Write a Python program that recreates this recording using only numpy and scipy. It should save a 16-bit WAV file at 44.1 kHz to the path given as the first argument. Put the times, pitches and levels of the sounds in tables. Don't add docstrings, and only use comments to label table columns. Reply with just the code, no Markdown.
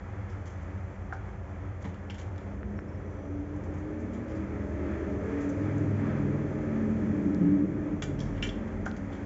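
import sys
import numpy as np
from scipy import signal
from scipy.fft import rfft, irfft, next_fast_len
from scipy.io import wavfile
from scipy.ndimage import uniform_filter1d

SR = 44100
rng = np.random.default_rng(int(sys.argv[2]) if len(sys.argv) > 2 else 0)


def transcribe(u):
    v = np.clip(np.atleast_2d(u).T, -1, 1)
    q = np.round(v * 32767).astype(np.int16)
    wavfile.write(sys.argv[1], SR, q)


N = 407925
TIME = np.arange(N) / SR


def undb(db):
    return 10 ** (np.asarray(db) / 20)


def unit(x):
    return x / np.sqrt(np.mean(x ** 2))


def curves(table):
    s, *columns = np.transpose(table)
    return [np.interp(TIME, s, c) for c in columns]


def db_at(spectrum, hz):
    f, db = np.transpose(spectrum)
    octave, points = np.log2(np.maximum(hz, 1)), np.log2(f)
    outside = np.abs(octave - np.clip(octave, points[0], points[-1]))
    return np.interp(octave, points, db) - 60 * outside


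def colour(x, spectrum, tilt_db=0):
    size = next_fast_len(len(x))
    hz = np.arange(size // 2 + 1) * SR / size
    gain = undb(db_at(spectrum, hz) + tilt_db * np.log2(hz + 1))
    return unit(irfft(rfft(x, size) * gain, size)[:len(x)])


def noise(spectrum):
    return colour(rng.standard_normal(N), spectrum)


def walk(rate):
    k = int(SR / rate)
    steps = np.repeat(rng.standard_normal(N // k + 2), k)[rng.integers(k):][:N]
    return unit(uniform_filter1d(uniform_filter1d(steps, k), k))


def turn(hz):
    return 2 * np.pi * np.cumsum(hz) / SR + rng.uniform(0, 2 * np.pi)


def add(out, s, sound):
    i = int(s * SR)
    out[i:i + len(sound)] += sound[:N - i]


def onset(s, rise_s):
    return .5 + .5 * np.tanh((TIME - s) / (2 * rise_s))


def swell(middle_s, length_s):
    return np.cos(np.pi * np.clip((TIME - middle_s) / length_s, -.5, .5)) ** 2


def passing(loudest_s, reach_s, falloff_db=15.5):
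    return -falloff_db * np.log10(1 + ((TIME - loudest_s) / reach_s) ** 2)


# frequency in Hz, density in dB per Hz.
FLAME_SPECTRUM = [(36, -25.5), (50, -10.5), (62, -4.5), (74, -13), (90, 1), (105, 1.5), (124, -11),
                  (135, -12), (180, -12), (200, -6.5), (225, -17.5), (250, -24.5), (292, -19.5), (320, -19),
                  (380, -14), (410, -23), (500, -16.5), (700, -22.5), (850, -43)]
# frequency in Hz, density in dB per Hz.
JET_SPECTRUM = [(600, -0.5), (800, 5.5), (1250, 0.5), (1800, -5), (2350, -9), (2650, -16.5), (3350, -19),
                (3750, -28.5), (4900, -28.5), (6200, -22.5), (7600, -27.5)]


def burner(flame_db=-41.5, jet_db=-56, flicker_db=1.37):
    flame = noise(FLAME_SPECTRUM) * undb(flame_db)
    jet = noise(JET_SPECTRUM) * undb(jet_db + flicker_db * walk(15))
    return flame + jet


# multiple of the blade rate, level in dB rms before waver, waver in dB.
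FAN_LINES = [(2.99, -58, 2), (4.007, -49, 1.5), (5.99, -44.5, 1.5), (6.98, -52, 1.9), (13.98, -56.5, 3.1)]
# frequency in Hz, density in dB per Hz.
HUM_SPECTRUM = [(276, -18.5), (290, 1.5), (304, -16.5)]


def fan(blade_hz=14.2, hum_db=-54):
    lines = 0
    for multiple, db, waver_db in FAN_LINES:
        line = unit(np.sin(turn(np.full(N, multiple * blade_hz))))
        lines = lines + line * undb(db + waver_db * walk(5))
    return lines + noise(HUM_SPECTRUM) * undb(hum_db)


# frequency in Hz, density in dB per Hz.
WALL_SPECTRUM = [(110, -19.5), (128, -4), (145, -2.5), (160, -11), (174, -2.5), (184, -6), (198, -4),
                 (218, -1), (235, -5.5), (255, -14.5), (278, 5), (295, 2), (335, -9.5), (410, -8.5),
                 (445, -11.5), (470, -21.5), (530, -12), (570, -15.5), (612, -14), (720, -24)]


def engine_orders(cycle_hz, orders, odd_gain, smear, rough, drift=1.47, fade_db=2.0):
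    phase, tones, power = turn(cycle_hz), 0, 0
    for k in orders:
        wall_db = np.interp(TIME, TIME[::500], db_at(WALL_SPECTRUM, k * cycle_hz[::500]))
        gain = undb(wall_db) * (odd_gain if k % 2 else 1)
        angle = k * phase + rng.uniform(0, 2 * np.pi) + drift * walk(2) + smear * walk(10)
        fading = (1 + smear * walk(10)) * undb(fade_db * walk(2.464))
        tones = tones + gain * fading * np.sin(angle)
        power = power + gain ** 2
    edges = np.array([orders[0] - .5, orders[-1] + .5]) * np.median(cycle_hz)
    band = signal.butter(4, edges, "bandpass", fs=SR, output="sos")
    roar = signal.sosfilt(band, noise(WALL_SPECTRUM))
    return unit(unit(tones / np.sqrt(power)) + rough * unit(roar))


# middle in seconds, length in seconds,
# order (multiple of the working cycle), level in dB rms at the middle before waver.
EXHAUST_SURGES = [(2.73, 1.1, 12, -46.5), (3.425, 0.64, 16, -35.5), (3.45, 0.53, 12, -55),
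                  (3.834, 0.78, 16, -40.5), (4.16, 0.9, 12, -44.5), (4.353, 0.6, 16, -42.5),
                  (4.1, .5, 10, -46.5), (4.47, 0.39, 10, -38), (4.92, 0.56, 16, -38.5),
                  (4.85, 0.39, 14, -37.5), (5.4, 0.9, 14, -37.5), (5.25, .7, 10, -40), (2.8, 0.48, 22, -53),
                  (4.897, .8, 18, -44.5), (5.098, 0.87, 20, -42.5), (5.35, 0.46, 22, -44.5),
                  (5.1, 1.5, 30, -50.5), (4.7, 2.7, 6, -47), (8.3, 0.34, 14, -40), (8.25, .8, 7, -40),
                  (5.8, 0.59, 15, -36.5), (6.3, 0.66, 14, -38.5), (6.95, 0.84, 11, -32),
                  (7.4, 0.81, 15, -27.5), (7.445, 0.35, 9, -30), (7.496, 0.77, 10, -33.5),
                  (8.85, 1.4, 11, -39.5)]


def surges(cycle_hz, smear=.33, waver_db=2.0):
    out = 0
    for s, length_s, k, db in EXHAUST_SURGES:
        note = unit(np.sin(round(k) * turn(cycle_hz) + smear * walk(20)))
        out = out + note * swell(s, length_s) * undb(db + waver_db * walk(12))
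    return out


# time in seconds, working cycles per second.
ENGINE_REVS = [(0, 16.4), (2.4, 16.5), (3.4, 18.1), (4, 19.3), (4.9, 20.45), (5.9, 20.4), (6.7, 20.1),
               (7.35, 19.35), (7.8, 19.2), (8.6, 20.6), (9.25, 19.7)]
# order, loudest moment in seconds,
# level there in dB rms before waver, fade to either side in dB per second.
TAILPIPE_NOTES = [(5, 5.7, -33.5, 6.5), (7, 6.18, -35.5, 7)]
# frequency in Hz, density in dB per Hz.
ROAR_SPECTRUM = [(150, -20), (172, -5), (200, -1), (228, -9.5), (255, -19.5), (280, -3), (300, 2),
                 (322, -10.5), (350, -11)]
# frequency in Hz, density in dB per Hz.
RUSH_SPECTRUM = [(165, -7), (190, 2), (225, -3), (255, -10.5), (295, 2.5), (345, -8), (375, -5), (415, -4),
                 (460, -14)]
THROTTLE_S, THROTTLE_RISE_S, IDLE_DB = 2.18, 0.25, -7.5
FACING_S, FACING_RISE_S, FACING_GAIN_DB = 5.52, 0.048, 2
ODD_FRONT_DB, ODD_REAR_DB = -15.5, 3


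def engine(boom_db=-38, drone_db=-38, buzz_db=-39.0):
    cycle_hz, = curves(ENGINE_REVS)
    facing = onset(FACING_S, FACING_RISE_S)
    odd_db = ODD_FRONT_DB + (ODD_REAR_DB - ODD_FRONT_DB) * facing
    odd_gain = undb(odd_db)
    boom = engine_orders(cycle_hz, range(8, 13), odd_gain, smear=0.61, rough=0.58)
    boom = boom * undb(boom_db + passing(7.16, reach_s=2.21))
    drone = engine_orders(cycle_hz, range(13, 18), odd_gain, smear=0.55, rough=0.5)
    drone = drone * undb(drone_db + passing(6.4, reach_s=1.49))
    buzz = engine_orders(cycle_hz, range(18, 35), odd_gain, smear=0.7, rough=1.6)
    buzz = buzz * undb(buzz_db + passing(6.2, reach_s=2.04))
    throb = 0
    for k, loudest_s, db, fade in TAILPIPE_NOTES:
        note = unit(np.sin(round(k) * turn(cycle_hz) + 0.098 * walk(11.0)))
        level_db = db + odd_db - ODD_REAR_DB - fade * np.abs(TIME - loudest_s)
        throb = throb + note * undb(level_db + 2.0 * walk(8))
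    exhaust = (boom + drone) * undb(FACING_GAIN_DB * facing)
    throttle = undb(IDLE_DB * (1 - onset(THROTTLE_S, THROTTLE_RISE_S)))
    roar = noise(ROAR_SPECTRUM) * swell(7.444, length_s=1.7) * undb(-29.5)
    rush = noise(RUSH_SPECTRUM) * swell(5.4, length_s=3.4) * undb(-41)
    return (exhaust + buzz + throb) * throttle + surges(cycle_hz) + roar + rush


# time in seconds, level in dB.
ROAD_LEVEL = [(0, -55.5), (.8, -54), (1.6, -57.5), (3.3, -57), (4.7, -51), (5.5, -46), (6, -48.5),
              (7.2, -48.5), (7.8, -53), (9.25, -52)]
# frequency in Hz, density in dB per Hz.
TYRE_SPECTRUM = [(440, -33), (750, -1.5), (799, 1.5), (1050, -4.5), (1300, 1), (1420, -4.5), (1710, -1),
                 (2300, -7), (2890, -21), (3420, -20.5), (3730, -29.5), (5000, -30.5), (6500, -51.5),
                 (11000, -120)]
# frequency in Hz, density in dB per Hz.
HISS_SPECTRUM = [(3700, -11), (4900, -5), (5400, 0), (5750, 2), (6200, 6), (7600, 0.5)]


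def tyres(flutter_db=1.15, hiss_db=-68.0, hiss_growth=0.97):
    road_db, = curves(ROAD_LEVEL)
    roar = noise(TYRE_SPECTRUM) * undb(road_db + flutter_db * walk(8))
    hiss = noise(HISS_SPECTRUM) * undb(hiss_db + hiss_growth * (road_db - road_db.max()))
    return roar + hiss


# start in seconds, level in dB, decay length in seconds,
# treble tilt in dB per octave, ring in Hz.
SALT_SCRAPES = [(.29, -59.5, 0.037, 1, 5350), (.452, -54.5, 0.045, 1, 6360), (.61, -67, 0.023, 10, 6500),
                (1.125, -57, 0.02, 2, 5300), (1.805, -59, 0.051, 3, 6460), (1.84, -42.5, 0.031, -8.5, 3870),
                (1.942, -53, .008, -2.5, 2900), (2.099, -43, 0.013, -2.5, 3400),
                (2.138, -49, 0.018, 0, 2900), (2.181, -46.5, 0.026, -2, 6900),
                (2.21, -50.5, 0.016, -4, 6350), (2.359, -53, .005, -3, 2800),
                (2.379, -50.5, 0.006, 1, 3420), (2.402, -60, 0.011, 1, 4000), (3.56, -65, .012, 7, 6500),
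                (3.635, -63.5, .016, 7, 6300), (3.738, -61.5, 0.009, 12, 6700),
                (3.775, -66, 0.029, 7, 6300), (3.99, -65, .03, 7, 6500), (4.128, -55.5, 0.024, 0.5, 7150),
                (4.28, -58.5, 0.033, 1, 5240), (4.35, -58, 0.024, 1, 4730), (5.40, -57, 0.028, 10, 6240),
                (5.49, -52, 0.012, 10, 6210), (5.78, -56, .008, 10, 6800), (8.02, -37, 0.014, 2, 7210),
                (8.183, -51, 0.064, 1.5, 5500), (8.202, -44, 0.004, 6, 5600), (8.345, -51, 0.035, -7, 2850),
                (8.374, -48, .012, -5, 2850), (8.421, -37.5, 0.028, 1, 2950), (8.464, -42, .004, -2, 2800),
                (8.488, -42, 0.008, -3, 3350), (8.675, -56, 0.0089, 1, 3300),
                (8.854, -47, 0.024, -0.5, 6150), (8.964, -49, 0.0088, 0, 6340),
                (9.117, -55.5, 0.055, 1, 3300)]
# frequency in Hz, density in dB per Hz before the tilt.
SALT_SPECTRUM = [(700, -10.5), (1150, -6.5), (1450, -16), (1700, -2.5), (2000, -1.5), (2350, -3.5),
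                 (2550, -19), (2800, -9.5), (3350, -7), (3800, -16.5), (4400, -16.5), (5400, -16),
                 (5900, -13), (7600, -14)]


def scrapes(grain_db=5, bite=0.13, ring=1.0, sharpness=7, judder_db=3.0):
    out, t = np.zeros(N), TIME[:SR // 2]
    for s, db, length_s, tilt_db, hz in SALT_SCRAPES:
        sign, size = rng.standard_normal((2, len(t)))
        grains = colour(sign * undb(grain_db * np.minimum(size, 2)), SALT_SPECTRUM, tilt_db)
        grains = grains + ring * signal.lfilter(*signal.iirpeak(hz, sharpness, fs=SR), grains)
        stroke = (1 - np.exp(-t / (bite * length_s))) * np.exp(-t / length_s)
        burst = grains * stroke * undb(judder_db * walk(220)[:len(t)])
        add(out, s, undb(db) * burst * np.linalg.norm(stroke) / np.linalg.norm(burst))
    return out


def struck(blows, modes, contact_s, detune=.012):
    out, t = np.zeros(N), TIME[:SR // 2]
    for s, db, tilt_db, sustain in blows:
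        shifts = 1 + detune * rng.uniform(-1.1, 1, len(modes))
        ring = 0
        for (hz, mode_db, t60), shift in zip(modes, shifts):
            decay = np.exp(-np.log(1000) * t / (t60 * sustain))
            ring = ring + undb(mode_db + tilt_db * np.log2(hz)) * np.sin(2 * np.pi * hz * shift * t) * decay
        ring = ring * (1 - np.exp(-t / contact_s))
        add(out, s, undb(db) * ring / np.abs(ring).max())
    return out


# start in seconds, peak in dB, tilt in dB per octave, ring length factor.
BOWL_KNOCKS = [(1.125, -24.5, -1.5, 1.2), (8.022, -31, -1.5, 1.1), (8.863, -23, 1.5, 1.35),
               (8.918, -45, 1, .7)]
# frequency in Hz, level in dB before tilt, t60 in seconds before the length factor.
BOWL_MODES = [(630, -13, 0.037), (723, -1, 0.039), (778, -1.5, 0.09), (886, -8, 0.11), (1020, -5.5, 0.058),
              (1274, -4, 0.066), (1417, 2, 0.045), (1480, -6, 0.11), (1530, 8, 0.024), (1640, -4, .05),
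              (1750, -7.5, 0.028), (2190, -14.5, 0.05)]


def knocks():
    return struck(BOWL_KNOCKS, BOWL_MODES, contact_s=0.00091)


# start in seconds, peak in dB, tilt in dB per octave, ring length factor.
COUNTER_BUMPS = [(1.848, -28, -1.5, 1)]
# frequency in Hz, level in dB before tilt, t60 in seconds before the length factor.
COUNTER_MODES = [(148, -6, 0.18), (167.6, -2, 0.26), (190, 5, 0.15), (266, -1.5, 0.13), (449, -7, 0.29),
                 (462, -13, 0.15), (538, -6.5, 0.17), (960, -6.5, 0.12)]


def bumps():
    return struck(COUNTER_BUMPS, COUNTER_MODES, contact_s=0.0063)


# start in seconds, peak in dB, tilt in dB per octave, ring length factor.
SPOON_CLACKS = [(2.099, -35.5, 4, 0.46), (8.023, -34, -7, 0.73), (8.426, -24, 2.5, 0.84)]
# frequency in Hz, level in dB before tilt, t60 in seconds before the length factor.
SPOON_MODES = [(1436, -7, 0.14), (1747, -7.5, 0.17), (1924, -5, 0.13), (2200, -11, 0.14), (2334, 0.5, 0.09),
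               (2750, 2.5, 0.061), (2857, 3.5, 0.055), (3050, 0, 0.084), (5300, -16, .09),
               (5660, -17, 0.075)]


def clacks():
    return struck(SPOON_CLACKS, SPOON_MODES, contact_s=0.00036, detune=0.0032)


# middle in seconds, length in seconds, level in dB rms, pitch in Hz.
STREET_DRONES = [(2.62, 0.47, -42, 67), (4.85, 1.95, -38.5, 75.5)]


def street(waver_db=0.2):
    drones = 0
    for s, length_s, db, hz in STREET_DRONES:
        tone = unit(np.sin(turn(np.full(N, hz))))
        drones = drones + tone * swell(s, length_s) * undb(db)
    wake = noise([(40, -18.5), (45, 3.0), (50, -14.0)]) * swell(8.4, length_s=2) * undb(-43)
    return drones * undb(waver_db * walk(4.4)) + wake


# start in seconds, level in dB, pitch in Hz.
DRY_TICKS = [(2.631, -31.5, 1400), (2.790, -28, 1400), (7.347, -37, 5030), (8.914, -36.5, 3500)]


def ticks(cycles=0.57):
    out, t = np.zeros(N), TIME[:SR // 50]
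    for s, db, hz in DRY_TICKS:
        age = hz * t / cycles
        envelope = (age * np.exp(1 - age)) ** 2
        add(out, s, undb(db) * np.sin(2 * np.pi * hz * t) * envelope)
    return out


# middle in seconds, level in dB, length in seconds, pitch in Hz,
# distance in Hz to where the band is 20 dB down.
HIGH_WHISTLES = [(2.787, -72, .08, 5500, 385), (2.89, -74, .05, 5400, 347), (2.947, -74, .075, 5440, 352),
                 (3.17, -75, .65, 6000, 60)]


def whistles():
    out = 0
    for s, db, length_s, hz, width in HIGH_WHISTLES:
        hiss = noise([(hz - width, -20), (hz, 0), (hz + width, -20)])
        out = out + undb(db) * swell(s, length_s) * hiss
    return out


# start in seconds, peak in dB, tilt in dB per octave, ring length factor.
TIP_TAPS = [(8.022, -31.5, -2, 0.88), (8.204, -35, 4, 1), (8.426, -34, -3, 1.3), (8.491, -31, -11, 1.2)]
# frequency in Hz, level in dB before tilt, t60 in seconds before the length factor.
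TIP_MODES = [(3280, -1.5, .026), (3390, -1, .034), (4590, -11.5, 0.022), (5320, -7, 0.024),
             (5940, -11.5, .035), (7200, -12.5, .025)]


def taps():
    return struck(TIP_TAPS, TIP_MODES, contact_s=.0006, detune=.004)


def kitchen(x, t60=0.33, wet_db=-7):
    t = TIME[:SR // 2]
    tail = rng.standard_normal(len(t)) * np.exp(-np.log(1000) * t / t60) * (t > .004)
    return x + undb(wet_db) * signal.fftconvolve(x, tail / np.linalg.norm(tail))[:N]


def scene():
    background = burner() + fan() + engine() + tyres() + street()
    handling = kitchen(scrapes() + knocks() + bumps() + clacks() + taps())
    return (background + handling + ticks() + whistles())[None]


def record(dry):
    return signal.sosfilt(signal.ellip(12, .2, 80, 7570, fs=SR, output="sos"), dry)


dry = scene()
out = record(dry)
transcribe(out)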